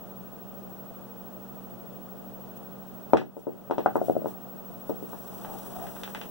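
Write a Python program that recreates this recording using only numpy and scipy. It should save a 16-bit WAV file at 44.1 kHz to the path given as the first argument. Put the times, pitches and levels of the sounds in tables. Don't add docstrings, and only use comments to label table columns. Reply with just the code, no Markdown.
import sys
import numpy as np
from scipy import signal
from scipy.fft import rfft, irfft
from scipy.io import wavfile
from scipy.ndimage import uniform_filter1d, minimum_filter1d

SR = 44100
rng = np.random.default_rng(int(sys.argv[2]) if len(sys.argv) > 2 else 0)


def to_wav(s):
    ch = np.atleast_2d(s).T
    pcm = np.round(np.clip(ch, -1, 1) * 32767)
    wavfile.write(sys.argv[1], SR, pcm.astype(np.int16))


N = 278094
T = np.arange(N) / SR


def from_db(db):
    return 10 ** (np.asarray(db) / 20)


def in_time(rows):
    s, *columns = np.transpose(rows)
    return np.array([np.interp(T, s, column) for column in columns])


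def at_hz(points, hz):
    f, value = np.transpose(points)
    return np.interp(np.log(np.maximum(hz, 1)), np.log(f), value)


def cut(x, hz, kind, order=2):
    return signal.sosfilt(signal.butter(order, hz, kind, fs=SR, output="sos"), x)


def late(x, samples):
    silence = np.zeros_like(x[..., :samples])
    return np.concatenate([silence, x[..., :x.shape[-1] - samples]], axis=-1)


def add(out, s, sound):
    i = round(s * SR)
    out[i:i + len(sound)] += sound[:N - i]


def mode(t, hz, t60):
    return np.sin(2 * np.pi * hz * t) * from_db(-60 * t / t60)


def drift(hz):
    slow = cut(rng.standard_normal(N + SR), hz, "low")[SR:]
    return slow / slow.std()


def swell(s, db, half_s):
    return from_db(db) * np.exp(-np.minimum(((T - s) / half_s) ** 2, 50))


def noise(spectrum, alike=0):
    gain = from_db(at_hz(spectrum, np.fft.rfftfreq(N, 1 / SR))) * np.sqrt(SR) / 2
    mid, side = rfft(rng.standard_normal((2, N))) * gain
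    shared = np.sqrt(1 + alike) * mid
    opposed = np.sqrt(1 - alike) * side * [[1], [-1]]
    return irfft(shared + opposed, N)


# f/Hz, level/dB per Hz
AIR = [(25, -83), (50, -72.5), (85, -80.5), (135, -71.5), (170, -69), (250, -73.5), (350, -74.5),
       (700, -78.5), (1000, -88.5), (1250, -88), (1800, -99.5), (2700, -102), (4500, -109), (13000, -115)]
# f/Hz, correlation
LIKENESS = [(50, 0), (90, 0), (250, 0.52), (700, 0.4), (1800, 0), (12000, 0)]


def ventilation():
    return noise(AIR, at_hz(LIKENESS, np.fft.rfftfreq(N, 1 / SR)))


def tone(hz, waver):
    wander = waver * np.cumsum(rng.standard_normal(N)) / np.sqrt(SR)
    return np.sqrt(2) * np.sin(2 * np.pi * (hz * T + rng.random()) + wander)


# f/Hz, left level/dB rms, right level/dB rms
HUM = [(52.5, -76, -88), (96, -78, -92), (120.6, -58.5, -79), (128.6, -60.5, -71.5), (194.1, -65.5, -63),
       (191.6, -52, -49.5), (240.6, -65, -54)]
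# f/Hz, relative level/dB
TUBES = [(15734.2, 0), (15747.1, -4.5)]
# t/s, level/dB
WHINE = [(0, -49), (3.7, -51), (4.5, -47), (6.3, -48.5)]
WHINE_RIGHT_DB = -4


def appliances(flutter_db=1.5, flutter_hz=4):
    hum = sum(from_db([[left_db], [right_db]]) * tone(hz, waver=2.14) for hz, left_db, right_db in HUM)
    whine = sum(from_db(db) * tone(hz, waver=0.46) for hz, db in TUBES)
    flutter = flutter_db * np.array([drift(flutter_hz) / 2, drift(flutter_hz)])
    whine_db = in_time(WHINE) + [[0], [WHINE_RIGHT_DB]] + flutter
    return hum + from_db(whine_db) * whine


# f/Hz, level/dB per Hz
HISS = [(1000, -108), (12000, -106)]


def hiss():
    return noise(HISS)


# f/Hz, level/dB per Hz
SWISH = [(1500, -104), (3200, -100), (4500, -100), (8000, -98), (11000, -98), (13000, -97.5), (16000, -92)]
# f/Hz, level/dB per Hz
RUB = [(110, -80), (220, -76), (400, -77.5), (800, -80), (1150, -86.5), (2000, -100), (4000, -112)]
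# t/s at the peak, gain/dB, half length/s
SWISHES = [(2.573, 0.5, 0.011), (3.40, -1, 0.04), (3.966, 3, 0.016), (4.075, 1.5, 0.062), (4.294, 2, 0.038),
           (4.898, 4.5, 0.0066)]
# t/s at the peak, gain/dB, half length/s, f/Hz
PUSHES = [(5.512, 5.5, 0.082, 817), (5.815, 6.5, 0.1, 710)]
STROKE_S, STROKE_HALF_S, STROKE_SWISH_DB, STROKE_RUB_DB = 5.75, 0.79, 4, 4


def brushing_and_stick(grain_db=1.54, grain_hz=50, far_port_db=-12, resonance_db=-50.0, width_hz=45):
    strokes = swell(STROKE_S, STROKE_SWISH_DB, STROKE_HALF_S) + sum(swell(*row) for row in SWISHES)
    swish = strokes * noise(SWISH, alike=0.087)
    pressure, resonance = swell(STROKE_S, STROKE_RUB_DB, STROKE_HALF_S), 0
    for s, db, half_s, hz in PUSHES:
        push, phase = swell(s, db, half_s), 2 * np.pi * hz * T
        pressure = np.hypot(pressure, push)
        band = drift(width_hz) * np.cos(phase) + drift(width_hz) * np.sin(phase)
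        resonance = resonance + from_db(resonance_db) * push * band
    rub = pressure * noise(RUB, alike=0.18) + resonance
    grain = from_db(grain_db * drift(grain_hz))
    return grain * (swish + rub) * from_db([[0], [far_port_db]])


# t/s, peak level/dB, contact time/ms, level/dB that this spot passes to board and walls
FELT_KNOCKS = [(3.1340, 14, 1.187, -0.5), (3.17, -9, 0.63, 0), (3.215, -13, 1.12, 2),
               (3.367, -19.5, 1.44, 3.5), (3.4690, -13.5, 1.53, 5.5), (3.6990, -17.5, 1.3, 1),
               (3.7101, -7, 1.06, 1), (3.7815, -9, 1.19, 2), (3.956, -7, 1.09, 2.5),
               (4.2582, -13, 1.24, -0.5), (4.8950, -16, 1.4, 5), (5.0256, -25.5, 1.83, -0.5),
               (5.1312, -25, 0.93, 2.5)]
KNOCK_PERIOD, KNOCK_KEPT = 1.34, 0.15


def felt_knocks():
    rows = []
    for s, db, contact_ms, passed_db in FELT_KNOCKS:
        rock_hz = 1e3 / (KNOCK_PERIOD * contact_ms)
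        rows.append((s, db, contact_ms, rock_hz, KNOCK_KEPT, passed_db))
    return rows


# t/s, peak level/dB
TUMBLES = [(3.8601, -2.5), (4.0150, -10), (4.0834, -12.5), (4.0973, -5), (4.153, -19), (4.1656, -8),
           (4.2182, -21), (4.2446, -17.5)]
ROLL_CONTACT_MS, ROLL_SOFTENS_MS_PER_ROOT_S = 0.98, 1.66
ROLL_ROCK_HZ, ROLL_SAG_HZ_PER_S = 772, 355
ROLL_KEPT, ROLL_PASSED_DB, ROLL_FADE_DB_PER_S = 0.66, -1.5, 13.5


def roll():
    s, db = np.transpose(TUMBLES)
    age = s - s.min()
    contact_ms = ROLL_CONTACT_MS + ROLL_SOFTENS_MS_PER_ROOT_S * np.sqrt(age)
    rock_hz = ROLL_ROCK_HZ - ROLL_SAG_HZ_PER_S * age
    passed_db = ROLL_PASSED_DB - ROLL_FADE_DB_PER_S * age
    return list(zip(s, db, contact_ms, rock_hz, [ROLL_KEPT] * len(s), passed_db))


def frame(blows, hz=56, t60=0.11, level_db=-41):
    ring = mode(T[:SR // 3], hz, t60) * 2 * np.pi * hz / SR
    return from_db(level_db) * signal.fftconvolve(np.abs(blows) ** 3, ring)[:N]


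# f/Hz, relative level/dB
TUB = [(100, 6.5), (190, -3.5), (260, 12), (340, -0.5), (480, -3), (740, 0.5), (1050, 7.5), (1400, -9),
       (1800, 6), (3000, 2), (12000, -0.5)]
# f/Hz, t60/s
TUB_T60 = [(150, 0.38), (700, 0.098), (2000, 0.16), (10000, 0.22)]


def echoes(x, level_db, room_db, room_t60=0.18, build_s=0.00053):
    t = T[:SR // 2]
    white, response = rng.standard_normal((2, 2, len(t))), 0
    edges = np.geomspace(90, 17000, 16)
    for k, (low, high) in enumerate(zip(edges, edges[1:])):
        hz = np.sqrt(low * high)
        walls = from_db(level_db - 60 * t / at_hz(TUB_T60, hz))
        room = from_db(room_db - 60 * t / room_t60)
        decay = walls + room
        band = cut(white[k % 2], [low, high], "band") * decay
        share = np.sum(decay ** 2) * (high - low) * 2 / SR
        band = band * np.sqrt(share / np.sum(band ** 2, axis=1, keepdims=True))
        response = response + band * from_db(at_hz(TUB, hz))
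    response = response * (1 - np.exp(-(t / build_s) ** 2))
    return signal.fftconvolve(x[None], response, axes=1)[:, :N]


# f/Hz, relative level/dB, t60/s
BOARD = [(140.3, -10, 0.19), (179, -23.5, 0.19), (289.4, -7, 0.062), (374, -25, 0.23), (450.7, -21, 0.12),
         (585, -32.5, 0.08), (651.5, -33.5, 0.12), (738, -23.5, 0.031)]
ROCK_UNEVEN = 0.059


def knocks(radiation_hz=330, far_port_db=-16, board_db=-0.5):
    t, direct, passed = T[:SR // 20], np.zeros(N), np.zeros(N)
    for s, level_db, contact_ms, rock_hz, kept, passed_db in felt_knocks() + roll():
        touches, turn = np.zeros(len(t)), np.arange(6)
        periods = np.cumsum(rng.normal(1, ROCK_UNEVEN, len(turn)))
        places = np.round((periods - periods[0]) * SR / rock_hz).astype(int)
        touches[places] = kept ** turn
        push = cut(touches, 1e3 / contact_ms, "low", order=5)
        wave = -cut(push, radiation_hz, "high")
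        wave = from_db(level_db) * wave / np.abs(wave).max()
        add(direct, s, wave)
        add(passed, s, from_db(passed_db) * wave)
    ring = 0
    for hz, db, t60 in BOARD:
        ring = ring + from_db(db + board_db) * mode(T[:SR // 3], hz, t60) * 2 * np.pi * hz / SR
    board = signal.fftconvolve(passed, ring)[:N] + frame(passed)
    return (direct + board) * from_db([[0], [far_port_db]]) + echoes(passed, level_db=-33, room_db=-57)


def clacks(hits, brightness, passed_db, ring_t60, ring_db, body_hz=450, far_port_db=-10):
    t, direct = T[:SR // 20], np.zeros(N)
    for s, level_db, ring_hz in hits:
        dulled = cut(signal.unit_impulse(len(t)), brightness * ring_hz, "low")
        tick = cut(dulled, body_hz, "high", order=1)
        ring = from_db(ring_db) * mode(t, ring_hz, ring_t60)
        add(direct, s, from_db(level_db) * (tick / tick.max() + ring))
    scattered = echoes(from_db(passed_db) * direct, level_db=-28.5, room_db=-77)
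    return direct * from_db([[0], [far_port_db]]) + scattered


# t/s, peak level of the tick/dB, ring f/Hz
DIE_CLACKS = [(3.1346, -16, 2170), (3.1712, -10, 1950), (3.1748, -20, 2840), (3.7098, -29, 3000),
              (3.7823, -27, 2800), (3.86, -31, 1580)]
DIE_BRIGHTNESS, DIE_PASSED_DB = 1.03, 2


def die_clacks():
    return clacks(DIE_CLACKS, DIE_BRIGHTNESS, DIE_PASSED_DB, ring_t60=0.006, ring_db=-35.5)


# t/s, peak level of the tick/dB, ring f/Hz
STICK_TAPS = [(5.4481, -25, 900), (5.8681, -30.5, 1900), (5.9659, -31, 1290), (6.035, -19.5, 3540),
              (6.0770, -27.5, 1350), (6.1490, -19, 2050), (6.1525, -31, 3080), (6.2146, -23, 2910)]
STICK_BRIGHTNESS, STICK_PASSED_DB = 0.86, -1.5


def stick_taps():
    return clacks(STICK_TAPS, STICK_BRIGHTNESS, STICK_PASSED_DB, ring_t60=0.0056, ring_db=-16.5)


PORT_LAG = 19
CROSSFEED = 0.62


def widen(ports):
    return ports - CROSSFEED * late(ports[::-1], PORT_LAG)


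# f/Hz, Q, level/dB
TONE_COLOUR = [(2530, 3.1, 4), (2200, 8, -14.5), (4100, 6.2, -3)]


def coloured(x):
    for hz, q, db in TONE_COLOUR:
        x = x + (from_db(db) - 1) * signal.lfilter(*signal.iirpeak(hz, q, fs=SR), x)
    return x


def scene():
    table = knocks() + die_clacks() + stick_taps()
    at_ports = ventilation() + brushing_and_stick() + table
    return coloured(widen(at_ports)) + appliances() + hiss()


CUTOFF_HZ = 16000


def record(dry, ceiling_db=1.7, release_db_per_s=15):
    level_db = 20 * np.log10(np.abs(dry).max(axis=0) + 1e-9)
    over_db = np.maximum(level_db - ceiling_db, 0)
    held_db = np.maximum.accumulate(over_db + release_db_per_s * T) - release_db_per_s * T
    gain_db = uniform_filter1d(minimum_filter1d(-held_db, size=129), size=65)
    top_cut = signal.ellip(10, .1, 80, CUTOFF_HZ, fs=SR, output="sos")
    return signal.sosfilt(top_cut, dry * from_db(gain_db))


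dry = scene()
out = record(dry)
to_wav(out)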